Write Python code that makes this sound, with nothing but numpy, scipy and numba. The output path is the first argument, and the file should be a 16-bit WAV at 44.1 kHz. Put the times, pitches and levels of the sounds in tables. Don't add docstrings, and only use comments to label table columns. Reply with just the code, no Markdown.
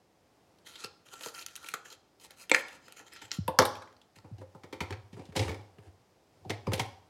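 import sys
import numpy as np
from scipy import signal
from scipy.fft import rfft, irfft
from scipy.io import wavfile
from scipy.ndimage import uniform_filter1d
from numba import njit

SR = 44100
rng = np.random.default_rng(int(sys.argv[2]) if len(sys.argv) > 2 else 0)


def pcm_store(signal):
    levels = np.round(np.clip(np.atleast_2d(signal), -1, 1) * 32767)
    wavfile.write(sys.argv[1], SR, levels.astype(np.int16).T)


N = 312669

# f/Hz, relative density/dB
ROOM_TONE = [(15, -45.5), (25, -28), (64, -4), (145, -6), (180, -4.5), (212, -9), (242, -7), (309, -5.5),
             (641, -9), (734, -8), (1290, -18), (3430, -24.5), (5000, -24.5), (16000, -38.5)]
# f/Hz, t60/s, relative level/dB
WALL_BANDS = [(182, 0.66, -15), (398, 0.28, -12.5), (830, 0.55, -12), (1904, 0.29, -16),
              (4385, 0.49, -17.5), (10540, 0.087, -19)]
# t/s, thump peak/dB, slab note level/dB
SLAB_BLOWS = [(0.846, -48.5, -68), (1.265, -50, -77), (1.738, -49.5, -83), (2.516, -58, -61),
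              (3.229, -65, -60), (3.386, -23, -34), (3.484, -31.5, -49), (3.588, -25.5, -34),
              (3.759, -67.5, -53.5), (4.167, -55, -58), (4.242, -49.5, -53), (4.313, -39.5, -40.5),
              (4.4, -49.5, -46.5), (4.552, -44.5, -58), (4.64, -48.5, -58.5), (4.727, -55.5, -56),
              (4.811, -31.5, -39.5), (4.906, -41.5, -36.5), (5.03, -66, -54), (5.13, -41.5, -47),
              (5.169, -44, -58.5), (5.192, -40, -52), (5.289, -40, -51), (5.363, -29, -37),
              (5.389, -38, -26), (5.488, -33.5, -36), (5.585, -53.5, -47.5), (5.784, -46.5, -53),
              (5.862, -59.5, -50), (6.41, -64, -58.5), (6.459, -40.5, -46), (6.497, -35.5, -39.5),
              (6.519, -45.5, -41), (6.675, -25, -29), (6.732, -29, -40), (6.795, -34, -36)]

# f/Hz, width/Hz, gain/dB
JUG_MODES = [(267.5, 53, 1.5), (404, 59, 4.5), (508, 88, 2), (596, 135, -6), (724, 106, 0.5),
             (815, 305, -5), (1240, 1400, -2), (1670, 640, 8), (2250, 133, 6.5), (2550, 540, 8.5),
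             (3340, 31, -23), (4630, 210, -5), (4920, 140, 2.5)]
COUNTER_MODES = [(273, 140, -6), (460, 130, 1), (567.6, 173, -1.5), (760, 190, -2), (964, 200, -5.5),
                 (1190, 100, -10), (1430, 680, 10), (2300, 220, 7), (3035, 130, -7.5), (4820, 800, -5)]
TRAY_MODES = [(308.3, 140, -5.5), (470, 99, 1), (850, 200, -4), (1368, 98, 1), (1880, 300, -4.5),
              (2594, 240, -3), (3170, 170, -0.5), (4090, 460, -7), (5100, 180, -6.5), (5500, 1700, -13.5),
              (6900, 1300, -8.5), (7686, 330, -7), (11170, 410, -22.5)]

# t/s, attack peak/dB, tick f/Hz, low-mode peak/dB, relative treble/dB, decay/ms
JUG_KNOCKS = [(4.2438, -56.5, 1620, -44, -26, 11.4), (4.3815, -53, 3920, -48.5, -11, 15),
              (4.4137, -54.5, 1600, -38.5, -23, 6.3), (4.5481, -54, 1603, -41.5, -23.5, 7.3),
              (4.6343, -41.5, 2160, -41, -21.5, 9.4), (4.7261, -34.5, 2040, -30.5, -26.5, 9.7),
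              (4.8047, -23, 1835, -27.5, -30.5, 9.6), (4.9061, -31, 2330, -33, -15.5, 4),
              (4.9244, -32.5, 1680, -36.5, -22, 6.8), (5.1287, -48.5, 2320, -47, -21, 12),
              (5.1665, -52, 2010, -44, -17.5, 7.6), (5.1938, -47.5, 2000, -39.5, -19, 8.4),
              (5.2525, -51, 3320, -52, -21, 7.6), (5.3228, -48, 1710, -48, -18, 6.2),
              (5.3533, -35.5, 2100, -37, -2, 23), (5.3624, -23.5, 4050, -33, -12, 11.6),
              (5.3926, -24, 2190, -24, -17, 7.2), (5.4244, -31.5, 2070, -53, -26, 9.7),
              (5.4796, -31, 1704, -34, -27.5, 7.8), (5.4919, -32.5, 2020, -29.5, -25.5, 13.4),
              (5.5147, -34, 1880, -38, -25, 5.9), (5.5431, -37, 1925, -44, -28, 4.6),
              (5.5917, -60, 2090, -47, -22.5, 6.5), (5.7843, -52, 2540, -46.5, -28, 5.1),
              (6.4489, -62, 2520, -39, -6, 7.8), (6.4962, -26, 2160, -26.5, -23.5, 7.5),
              (6.5034, -23.5, 2120, -29, -23, 5.3), (6.6687, -30, 1530, -25.5, -27, 6),
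              (6.7184, -33, 2360, -27.5, -7, 4.3), (6.7338, -20.5, 3000, -27.5, 3.5, 4.9),
              (6.7768, -36, 2360, -36, -14, 6.2), (6.795, -19, 2300, -22.5, -19, 5.9)]
COUNTER_DROPS = [(3.479, -28.5, 2580, -18.5, -6.5, 2.3), (3.5879, -5, 4960, -8.5, -28, 1.44),
                 (3.5972, -22, 3140, -14.5, -21.5, 6.6), (3.6192, -26, 3160, -18, -22, 2.4),
                 (3.6521, -23, 3290, -35, -8, 4.5)]
TRAY_CRACKS = [(0.5851, -57.5, 4300, -68, 0, 3), (0.6683, -42.5, 1900, -63, -20, 2.2),
               (0.756, -39.5, 3900, -64, -20, 3), (0.844, -26, 4560, -37, -4, 1.3),
               (1.0864, -43.5, 2740, -57, -6, 2.3), (1.1374, -39, 3780, -47, 3, 1.4),
               (1.2087, -35, 2580, -44.5, -16, 2.7), (1.2338, -31.5, 3970, -64, -10, 7.7),
               (1.26, -30.5, 6400, -33, -3, 2), (1.2845, -35, 4300, -68, -12, 2.7),
               (1.347, -34, 4380, -62, -21, 3), (1.3916, -37, 4900, -69, -3, 2.5),
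               (1.4244, -36, 4130, -64, -15, 1.4), (1.4631, -24.5, 6300, -70, 3, 0.47),
               (1.4839, -40, 2630, -64, -6, 2.1), (1.5548, -32.5, 6130, -69, 0.5, 1.2),
               (1.5618, -35, 3130, -67, 11, 1.3), (1.575, -42.5, 1560, -71, -15, 2.8),
               (1.6435, -36.5, 2380, -46.5, -15, 1.7), (1.6623, -39, 2620, -70, -6, 5.9),
               (1.6866, -28.5, 2390, -68, 2, 2.2), (1.7164, -44, 2420, -67, -15, 1.7),
               (1.738, -21.5, 1350, -36.5, -5, 3.6), (1.856, -39, 1620, -53.5, -24, 2.1),
               (1.9034, -42.5, 4600, -52.5, -16, 3.7), (2.1984, -49.5, 4260, -68, -15, 2.1),
               (2.2436, -50, 3000, -50, -16, 4.1), (2.3072, -42, 4100, -51, 5.5, 1.3),
               (2.4378, -49, 2020, -60, -16.5, 3.4), (2.4954, -26, 2540, -42, -1, 3.4),
               (2.515, -4.5, 2400, -13.5, -19, 1.04), (2.5388, -20, 1830, -32, -9, 2.2),
               (2.546, -6, 1490, -59, -16, 1.9), (2.5704, -35, 1640, -54, -24, 2.5),
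               (2.683, -41, 3220, -59, 0, 3.4), (2.8815, -39.5, 1510, -50, -5, 2.2),
               (2.9232, -40.5, 4080, -63, 11.5, 0.77), (2.9975, -42, 1710, -46.5, -18, 7.7),
               (3.1349, -46, 1790, -69, 9, 1.9), (3.1606, -39, 1780, -78, -17, 3.2),
               (3.2203, -41.5, 1850, -42, -21, 3.4), (3.3084, -38, 2320, -55, -23, 0.78),
               (3.3156, -18.5, 5600, -46, -16, 1.5), (3.7535, -36.5, 2450, -49, -6, 1.2),
               (3.7644, -45, 2570, -46, -4, 4.8), (3.8203, -41.5, 1380, -65, -10, 6.5),
               (3.8746, -48, 1980, -72, -30, 1.8), (3.9263, -49.5, 1360, -64.5, -11, 1.7),
               (3.9656, -53, 4780, -68, -11.5, 2.3), (4.0143, -50, 3220, -62.5, -9, 3.9),
               (4.164, -57, 2390, -53.5, -11.5, 3.1), (4.1856, -46.5, 4100, -52.5, -24.5, 1.5)]

# t/s, length/s, gain/dB, swell or fade/dB, relative treble/dB
JUG_RATTLES = [(4.243, 0.1, -66.5, 7.5, -31), (4.395, 0.023, -60, 7.5, -27), (4.82, 0.036, -45.5, -16, -19),
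               (4.902, 0.043, -43, -10, -37), (5.13, 0.16, -49.5, -2.5, -27),
               (5.363, 0.27, -24.5, -34.5, -24.5), (5.786, 0.094, -57, 2.5, -25.5),
               (6.45, 0.046, -64.5, 4, -24.5), (6.502, 0.042, -29.5, -27.5, -22),
               (6.67, 0.045, -34.5, -6.5, -36), (6.735, 0.028, -26.5, -17, -16.5),
               (6.792, 0.16, -33.5, -33, -18.5)]
TRAY_RUBS = [(0.66, 0.073, -49.5, -5.5, -10.5), (0.748, .1, -54, 9.5, -14), (1.06, 0.081, -59.5, 2, -11),
             (1.134, 0.061, -54.5, -1.5, -14), (1.208, 0.081, -47.5, 4, -8),
             (1.342, 0.073, -47.5, 3.5, -8.5), (1.47, .07, -58.5, 3, -15), (1.56, 0.07, -57.5, -3.5, -11),
             (1.63, 0.094, -56.5, 2.5, -7.5), (1.854, 0.032, -49, -11.5, -13),
             (1.9, 0.026, -61, 12.5, -13.5), (2.2, 0.057, -62.5, 7.5, -5.5), (2.304, .04, -60.5, -3, -14),
             (2.37, 0.058, -56.5, 3, -7.5), (2.56, 0.06, -38.5, -18, -8.5), (2.66, 0.094, -57.5, 3, -13),
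             (2.82, 0.12, -63.5, 5.5, -24), (2.97, 0.04, -49.5, -5, -15), (3.067, .035, -55, -6, -22),
             (3.124, 0.07, -49, -5.5, -20), (3.22, 0.04, -45, -6.5, -18.5), (3.325, 0.034, -51, 5, -12),
             (4.162, 0.04, -57, -11, -11)]


def undb(db):
    return 10 ** (np.asarray(db) / 20)


def at_rms(x, db):
    return x * undb(db) / np.sqrt(np.mean(x ** 2))


def at_peak(x, db):
    return x * undb(db) / np.max(np.abs(x))


def add(out, start_s, x):
    i = int(start_s * SR)
    out[i:i + len(x)] += x[:N - i]


def wander(rate_hz):
    hold = int(SR / rate_hz)
    steps = np.repeat(rng.standard_normal(N // hold + 1), hold)
    return uniform_filter1d(steps, hold)[:N]


@njit
def bandpass(x, hz, width_hz):
    y, band, low = np.empty(len(x)), 0., 0.
    g, damping = np.tan(np.pi * hz / SR), width_hz / hz
    for i in range(len(x)):
        v = (band + g * (x[i] + 1e-18 - low)) / (1 + g * (g + damping))
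        band, low = 2 * v - band, low + 2 * g * v
        y[i] = damping * v
    return y


def treble(x):
    return bandpass(bandpass(x, 9000, 8000), 10500, 11000)


def room_tone(hum_db=-65.5, whine_db=-91.5):
    hz, db = np.transpose(ROOM_TONE)
    bins_hz = np.maximum(np.arange(N // 2 + 1) * SR / N, 1)
    spectrum = undb(np.interp(np.log(bins_hz), np.log(hz), db))
    hum = irfft(rfft(rng.standard_normal(N)) * spectrum, N)
    whine = bandpass(rng.standard_normal(N), hz=5010, width_hz=82)
    return at_rms(hum, hum_db) * undb(1.1 * wander(3.3)) + at_rms(whine, whine_db)


def wall_tail(direct, build_s=0.001):
    t = np.arange(int(SR * .6)) / SR
    tail, top_hz = 0, WALL_BANDS[-1][0]
    for hz, t60, db in WALL_BANDS:
        noise = rng.standard_normal(len(t))
        band = bandpass(bandpass(noise, hz, 1.2 * hz), hz, 1.2 * hz) * undb(-60 * t / t60)
        energy = 2 * hz / top_hz
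        tail += undb(db) * band * np.sqrt(energy / np.sum(band ** 2))
    return signal.fftconvolve(direct, tail * (1 - np.exp(-t / build_s)))[:N]


def slab_thumps(start_hz=210, slab_hz=97.4, glide_s=0.014, rise_s=0.0025, decay_s=0.0051, beat_hz=17):
    t = np.arange(SR // 5) / SR
    hz = slab_hz + (start_hz - slab_hz) * np.exp(-t / glide_s)
    envelope = np.exp(-t / decay_s) * (1 - np.exp(-t / rise_s))
    chirp = np.sin(2 * np.pi * np.cumsum(hz) / SR)
    thump = bandpass(chirp * envelope, hz=130, width_hz=200)
    ring_t = np.arange(SR // 2) / SR
    dying = undb(-60 * ring_t / 0.32) + undb(-19 - 60 * ring_t / 0.8)
    throb = dying * np.sin(np.pi * beat_hz * ring_t)
    throb /= throb.max()
    thumps, note_power = np.zeros(N), np.zeros(N)
    for start_s, peak_db, note_db in SLAB_BLOWS:
        add(thumps, start_s, at_peak(thump, peak_db))
        add(note_power, start_s, (undb(note_db) * throb) ** 2)
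    note_hz = slab_hz * (1 + 0.11 * wander(45))
    note = np.sin(2 * np.pi * np.cumsum(note_hz) / SR)
    return thumps + note * np.sqrt(2 * note_power)


def ring(force, modes, contact_db, split_hz=1200):
    low, high = 0, 0
    for k, (hz, width_hz, db) in enumerate(modes):
        mode = (-1) ** k * undb(db + contact_db()) * bandpass(force, hz, width_hz)
        if hz < split_hz:
            low += mode
        else:
            high += mode
    return low, high


def stroke_gains(strokes, grip_db_per_s=1998.5, release_db_per_s=598):
    t, body_gain, treble_gain = np.arange(N) / SR, np.zeros(N), np.zeros(N)
    for start_s, length_s, db, swell_db, treble_db in strokes:
        age = t - start_s
        grip_db = grip_db_per_s * np.maximum(-age, 0)
        release_db = release_db_per_s * np.maximum(age - length_s, 0)
        gain = undb(db + swell_db * np.clip(age / length_s, 0, 1) - grip_db - release_db)
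        body_gain += gain
        treble_gain += gain * undb(treble_db)
    return body_gain, treble_gain


def stick_slip(strokes, modes, low_db, high_db, clicks_per_s=7000, patchy_db=3):
    slips = rng.random(N) < clicks_per_s / SR
    clicks = slips * rng.standard_normal(N) * undb(2.5 * rng.exponential(size=N))
    clicks *= undb(patchy_db * wander(90))
    low, high = ring(clicks, modes, lambda: 4 * wander(18))
    body = at_rms(low, low_db) + at_rms(high, high_db)
    body_gain, treble_gain = stroke_gains(strokes)
    return body_gain * body + treble_gain * at_rms(treble(clicks), 0)


def hits(events, modes, tick_q, tick_db, snap_db, low_stretch, rise_ms):
    out, t_ms = np.zeros(N), 1000 * np.arange(SR // 5) / SR
    for start_s, peak_db, tick_hz, low_db, treble_db, decay_ms in events:
        fade = t_ms / np.clip(decay_ms, .5, 20)
        noise = rng.standard_normal(len(t_ms)) * (1 - np.exp(-t_ms / rise_ms))
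        push = noise * np.exp(-fade / low_stretch)
        low, _ = ring(push, modes, lambda: 3 * rng.standard_normal())
        burst = noise * (np.exp(-fade) + undb(-19.5) * np.exp(-fade / 7))
        _, high = ring(burst, modes, lambda: 2.7 * rng.standard_normal())
        width_hz = tick_hz / tick_q
        tick = bandpass(bandpass(burst, tick_hz, width_hz), tick_hz, width_hz)
        attack = at_peak(high, 0) + at_peak(tick, tick_db)
        snap = at_peak(treble(burst), peak_db + treble_db + snap_db)
        add(out, start_s, at_peak(attack, peak_db) + at_peak(low, low_db) + snap)
    return out


def cubes_in_jug():
    knocks = hits(JUG_KNOCKS, JUG_MODES,
                  tick_q=0.65, tick_db=6.5, snap_db=-11, low_stretch=2.1, rise_ms=0.52)
    return knocks + stick_slip(JUG_RATTLES, JUG_MODES, low_db=-6, high_db=-17)


def cubes_on_counter():
    return hits(COUNTER_DROPS, COUNTER_MODES,
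                tick_q=1.9, tick_db=0, snap_db=7.7, low_stretch=4.86, rise_ms=0.46)


def ice_tray():
    cracks = hits(TRAY_CRACKS, TRAY_MODES,
                  tick_q=2.71, tick_db=3.5, snap_db=-7, low_stretch=2.8, rise_ms=0.27)
    return cracks + stick_slip(TRAY_RUBS, TRAY_MODES, low_db=-13.5, high_db=-1.5)


def scene():
    direct = ice_tray() + cubes_on_counter() + cubes_in_jug()
    return (direct + wall_tail(direct) + slab_thumps() + room_tone())[None]


def record(dry, low_cut_hz=60, high_cut_hz=16100):
    low_cut = signal.butter(2, low_cut_hz, "high", fs=SR, output="sos")
    high_cut = signal.ellip(10, .5, 70, high_cut_hz, fs=SR, output="sos")
    return signal.sosfilt(high_cut, signal.sosfilt(low_cut, dry))


dry = scene()
out = record(dry)
pcm_store(out)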